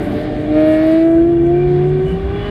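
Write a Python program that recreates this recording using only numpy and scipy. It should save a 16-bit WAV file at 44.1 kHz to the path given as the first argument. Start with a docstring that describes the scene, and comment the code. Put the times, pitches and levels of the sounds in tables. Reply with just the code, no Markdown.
"""Inside the cabin of a ten-cylinder sports car pulling away, while an eight-cylinder sports car overtakes at
full throttle. The other car's even firings sweep past as clean gliding exhaust tones, with hiss, raspy swells
and a gas roar that rings the cabin. Our own engine hums on the multiples of its cycle, booms in the cabin, then
jumps in revs. Underneath, the body drones, the road rumbles and bumps thump under the wheels."""
import sys
import numpy as np
from scipy import signal
from scipy.fft import rfft, irfft
from scipy.io import wavfile
from scipy.ndimage import map_coordinates

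SR = 44100
rng = np.random.default_rng(int(sys.argv[2]) if len(sys.argv) > 2 else 0)


def waveform_to_disk(signal):
    """Save audio, clipped to [-1, 1], as 16-bit WAV at the path in sys.argv[1]."""
    frames = np.transpose(np.atleast_2d(signal))
    scaled = np.clip(frames, -1, 1) * 32767
    samples = np.round(scaled).astype(np.int16)
    wavfile.write(sys.argv[1], SR, samples)


N = 110250
TIME = np.arange(N) / SR


def undb(db):
    return 10 ** (np.asarray(db) / 20)


def curves(table):
    """Each column after the time column, drawn as a sample-by-sample curve."""
    rows = np.array(table, float)
    return [np.interp(TIME, rows[:, 0], column) for column in rows.T[1:]]


def colour_db(table, hz):
    """Gain of an EQ curve at hz, on a log frequency axis."""
    rows = np.array(table, float)
    return np.interp(np.log(hz), np.log(rows[:, 0]), rows[:, 1])


def wander(rate_hz):
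    """Smooth random movement with a spread of about 1."""
    steps = np.arange(0, N + 64, 64)
    path = map_coordinates(rng.standard_normal(200), [steps * rate_hz / SR], order=3)
    return np.interp(np.arange(N), steps, path)


def noise(colour, flicker_db, flicker_hz):
    """Coloured noise whose half-octave bands each flicker on their own; rms 1."""
    hz = np.arange(1, N // 2 + 2) * SR / N
    low, high = colour[0][0], colour[-1][0]
    spectrum = rfft(rng.standard_normal(N)) * undb(colour_db(colour, hz)) * (hz > low) * (hz < high)
    out = 0
    for band in np.arange(np.floor(2 * np.log2(low)), 2 * np.log2(high) + 1):
        share = np.clip(1 - np.abs(2 * np.log2(hz) - band), 0, 1)
        out += irfft(spectrum * share, N) * undb(flicker_db * wander(flicker_hz))
    return out / np.std(out)


def tone(turns, db):
    """A pure tone at rms level db, on a running phase in turns."""
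    return np.sqrt(2) * undb(db) * np.cos(2 * np.pi * turns)


def ring(hz, width_hz):
    """Noise through one resonance; rms 1."""
    detune = 2 * (np.arange(N // 2 + 1) * SR / N - hz) / width_hz
    out = irfft(rfft(rng.standard_normal(N)) / (1 + detune ** 2), N)
    return out / np.std(out)


def other_exhaust():
    """The overtaking car: even firings make strong low tones, with overtones and gas roar on top."""
    # Each row: time in seconds, firing rate in Hz, levels in dB at 1, 2 and 1.5 times that rate.
    note = [(0, 293.6, -27.5, -29, -36), (0.15, 296, -24, -26.5, -28.5), (0.24, 302.6, -26, -29, -34),
            (0.47, 301.5, -19.5, -30, -30), (0.53, 304.5, -14.5, -20.5, -27),
            (0.58, 308.8, -11, -14, -23.5), (0.66, 311.5, -13.5, -14.0, -30),
            (0.78, 313.5, -12.5, -14.5, -34), (0.9, 319.9, -11.5, -15.5, -37.5),
            (1.07, 330, -9.5, -20, -38), (1.17, 330.7, -9.5, -21, -43), (1.3, 342.2, -10, -29, -52),
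            (1.4, 337.4, -11.5, -36, -47), (1.5, 345.2, -11.5, -26.5, -50), (1.63, 359.7, -14, -29, -65),
            (1.72, 359.3, -12.5, -31.5, -49), (1.8, 360.8, -13.5, -29, -51.5),
            (1.9, 370, -15, -37.5, -44.5), (2.02, 374.1, -15.5, -37, -41), (2.14, 384.5, -22, -38, -50),
            (2.26, 389.1, -23, -37.5, -41), (2.36, 404.5, -21.5, -38.0, -43.5), (2.5, 409, -26, -39, -31.5)]
    # Each row: time in seconds, then gains in dB for the overtones, the gas roar and the cabin ringing.
    upper_mix = [(0, -60, -36.5, -45), (.22, -55.5, -36, -45.5), (.3, -56, -38, -59), (.5, -55, -41, -41.5),
                 (.56, -43.5, -36, -51.5), (.84, -43, -34.5, -52.5), (.92, -42.5, -34.5, -48),
                 (1.03, -44.5, -39.5, -49.5), (1.09, -48, -44, -46.5), (1.4, -57.5, -45.5, -44.5),
                 (1.75, -56, -40, -47), (2.0, -57, -43, -43.5), (2.26, -57, -41, -42.5),
                 (2.36, -50, -39, -36), (2.5, -43, -37, -41)]
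    hz, first_db, second_db, between_db = curves(note)
    overtone_db, roar_db, ring_db = curves(upper_mix)
    firings = np.cumsum(hz * (1 + .0008 * wander(25))) / SR  # the pitch wavers slightly
    partials = [(1, first_db), (2, second_db), (1.5, between_db), (2.5, between_db - 11)]
    low_tones = sum(tone(k * firings, db + k * .52 * wander(16)) for k, db in partials)
    return low_tones + exhaust_overtones(hz, firings, overtone_db) + gas_roar(firings, roar_db, ring_db)


def exhaust_overtones(firing_hz, firings, gain_db):
    """Tones at 3 to 15 times the firing rate, in half multiples, combed by a short inverted echo."""
    # Each row: time in seconds, echo share from 0 to 1, half-multiple gain in dB, tilt in dB per octave.
    shape = [(0, 0.47, 2.5, -6), (.8, 0.67, -1.5, -1.5), (.88, 0.16, -11.5, 1.5), (1.02, .2, -6, 1.5),
             (1.08, 0.3, -5, -11), (2.5, 0.3, -7.5, -11)]
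    # Each row: frequency in Hz, gain in dB.
    colour = [(950, -4), (1250, -6), (1800, 1), (2350, -2), (2800, -9), (3300, -15), (4050, -13),
              (4800, -22)]
    echo_s, waver_db = .00195, 1.8
    echo, half_db, tilt_db = curves(shape)
    out = 0
    for halves in range(6, 31):
        multiple = halves / 2
        hz = multiple * firing_hz
        comb = np.abs(1 - echo * np.exp(2j * np.pi * hz * echo_s))
        db = gain_db + colour_db(colour, hz) + half_db * (halves % 2) + tilt_db * np.log2(hz / 1800)
        db += waver_db * wander(1.1 * multiple)  # higher tones waver faster
        out += comb * tone(multiple * firings + rng.random(), db)
    return out


def gas_roar(firings, roar_db, ring_db):
    """Exhaust gas puffs with each firing and rings narrow cabin resonances, each with its own flutter."""
    # Each row: frequency in Hz, noise density in dB.
    colour = [(470, -31), (800, 3), (1410, 0), (1510, 4.5), (2100, 1), (2290, 0.5), (2530, -6), (3520, -6),
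              (5060, -17.5), (6580, -40)]
    # Each row: centre in Hz, width in Hz, relative level in dB.
    resonances = [(1141, 120, 2.5), (1540, 90, 2.5), (1888, 56, -5.5), (2352, 90, -2), (2816, 240, -5),
                  (3346, 180, -6.5)]
    puff = 1 + .1 * np.cos(2 * np.pi * firings)
    flutter = undb(.49 * wander(30))
    roar = puff * noise(colour, flicker_db=1.2, flicker_hz=12)
    ringing = sum(undb(db + 2 * wander(25.18)) * ring(hz, width) / 2 for hz, width, db in resonances)
    return flutter * (undb(roar_db) * roar + undb(ring_db) * ringing)


def hiss():
    """The other car's treble hiss, dotted with small ticks: bright when close, duller when faint."""
    # Each row: time in seconds, level in dB.
    level = [(0, -60), (.05, -53), (.22, -57.5), (.27, -62.5), (.53, -63.5), (.62, -56.5), (.9, -54.5),
             (1.07, -63), (1.4, -66.5), (1.8, -62.5), (1.97, -65.5), (2.08, -62.5), (2.25, -65.5),
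             (2.5, -61.5)]
    # Each row: frequency in Hz, noise density in dB.
    colour = [(5500, -8), (8800, -2.5), (10500, -4.5), (13000, -7), (15700, -13)]
    # The clear ticks among the random ones. Each row: start in seconds, strength from 0 to 3.
    clear_ticks = [(.682, 2), (.72, 2.5), (.795, 1.5), (.831, 2.6), (.868, 3)]
    ticks_per_s, tick_decay_s, tick_lift_db = 17, .005, 2.5  # the lift is per unit of strength
    dull_db_per_octave, fully_bright_db = -9, -57
    db = curves(level)[0]
    hits = (rng.random(N) < ticks_per_s / SR) * rng.exponential(size=N)
    for start, strength in clear_ticks:
        hits[int(start * SR)] = strength
    ticks = np.convolve(hits, np.exp(-TIME[:800] / tick_decay_s))[:N]
    dull_colour = [(hz, gain + dull_db_per_octave * np.log2(hz / 7000)) for hz, gain in colour]
    brightness = np.clip(undb(db - fully_bright_db) ** 2, 0, 1)
    bright = brightness * noise(colour, flicker_db=2.2, flicker_hz=30)
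    dull = np.sqrt(1 - brightness ** 2) * noise(dull_colour, flicker_db=1.2, flicker_hz=3.6)
    return undb(db + 1.2 * wander(17) + tick_lift_db * ticks) * (bright + dull)


def own_engine():
    """Each bank fires five times a cycle: that tone booms, the cycle's other multiples hum unevenly."""
    # Each row: time in seconds, one bank's firing rate in Hz, boom level in dB, hum gain in dB.
    revs = [(0, 128.3, -31.5, -37.5), (.5, 129.9, -31.5, -43.5), (1.05, 135.5, -35, -43),
            (1.3, 140.8, -26.5, -40.5), (1.62, 144.4, -19, -40), (1.8, 146.7, -16.5, -41),
            (2.0, 147.4, -18.5, -40.5), (2.025, 149.1, -28.5, -51), (2.055, 151.5, -15, -48),
            (2.1, 170.7, -40, -40.5), (2.13, 173.7, -15, -45), (2.19, 171.1, -27.5, -45),
            (2.5, 166, -31.5, -42)]
    # The hum's EQ. Each row: frequency in Hz, gain in dB.
    colour = [(25, -21), (55, -16.5), (200, 3.5), (400, 3.5), (520, -7), (900, -20)]
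    scatter_db, waver_db = 1.5, 4
    bank_hz, boom_db, hum_db = curves(revs)
    cycles = np.cumsum(bank_hz) / SR / 5
    out = tone(5 * cycles, boom_db + .8 * wander(15))
    for k in range(1, 36):
        db = hum_db + colour_db(colour, k * bank_hz / 5) + scatter_db * rng.standard_normal()
        if k != 5:
            out += tone(k * cycles + rng.random(), db + waver_db * wander(14))
    return out


def road():
    """Rolling on the road: the body drones over a low, restless rumble."""
    # Each row: time in seconds, level in dB.
    drone_level = [(0, -26.5), (.25, -26.5), (.5, -26), (1, -31), (1.5, -35), (2, -33), (2.2, -31.5),
                   (2.5, -34.5)]
    rumble_level = [(0, -27), (.3, -29.5), (.55, -29), (1.06, -36.5), (1.15, -29), (2, -27), (2.5, -24)]
    # Each row: frequency in Hz, noise density in dB.
    drone_colour = [(70, -27.5), (100, -2), (180, 2), (340, 5), (520, -9), (620, 0), (770, 0), (860, -41.5)]
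    rumble_colour = [(20, -28.5), (30, -14), (45, 1), (65, -5.5), (100, 0), (130, -9.5)]
    drone = undb(curves(drone_level)[0]) * noise(drone_colour, flicker_db=.57, flicker_hz=22)
    rumble = undb(curves(rumble_level)[0]) * noise(rumble_colour, flicker_db=2.8, flicker_hz=7.1)
    return drone + rumble


def thumps():
    """Each bump under the wheels rings the body with a short, deep note."""
    # Each row: start in seconds, gain in dB, body pitch in Hz.
    bumps = [(1.14, -23, 70.1), (1.21, -17, 52.2), (1.39, -17.5, 59.5), (1.51, -24, 52.1),
             (1.659, -15.5, 58.5), (2.08, -14, 62.16), (2.239, -11, 63)]
    attack_s, decay_s = .011, .03
    out = 0
    for start, db, hz in bumps:
        age = np.maximum(TIME - start, 0)
        envelope = 2 * (1 - np.exp(-age / attack_s)) * np.exp(-age / decay_s)
        out += undb(db) * envelope * np.sin(2 * np.pi * hz * age)
    return out


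def rasps():
    """Narrow raspy bands from the other car swell and fade."""
    # Each row: middle in seconds, half length in seconds, pitch in Hz, level at the crest in dB.
    swells = [(1.6, 0.089, 2360, -41), (2.1, 0.043, 2960, -39), (2.46, 0.069, 2950, -40),
              (2.48, 0.044, 3000, -42), (2.42, .1, 3370, -46.5)]
    return sum(undb(db) * np.exp(-((TIME - middle) / half_length) ** 2) * ring(hz, width_hz=80)
               for middle, half_length, hz, db in swells)


def scene():
    """The overtaking car, our own engine and the road, mixed to mono."""
    other_car = other_exhaust() + rasps() + hiss()
    return (other_car + own_engine() + road() + thumps())[None]


def record(dry):
    """A short fade at the end, then a steep cut of the top treble."""
    fade_s, top_hz = .0044, 15700
    fade = np.clip((N / SR - TIME) / fade_s, 0, 1)
    return signal.sosfilt(signal.ellip(10, .2, 80, top_hz, fs=SR, output="sos"), dry * fade)


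dry = scene()
out = record(dry)
waveform_to_disk(out)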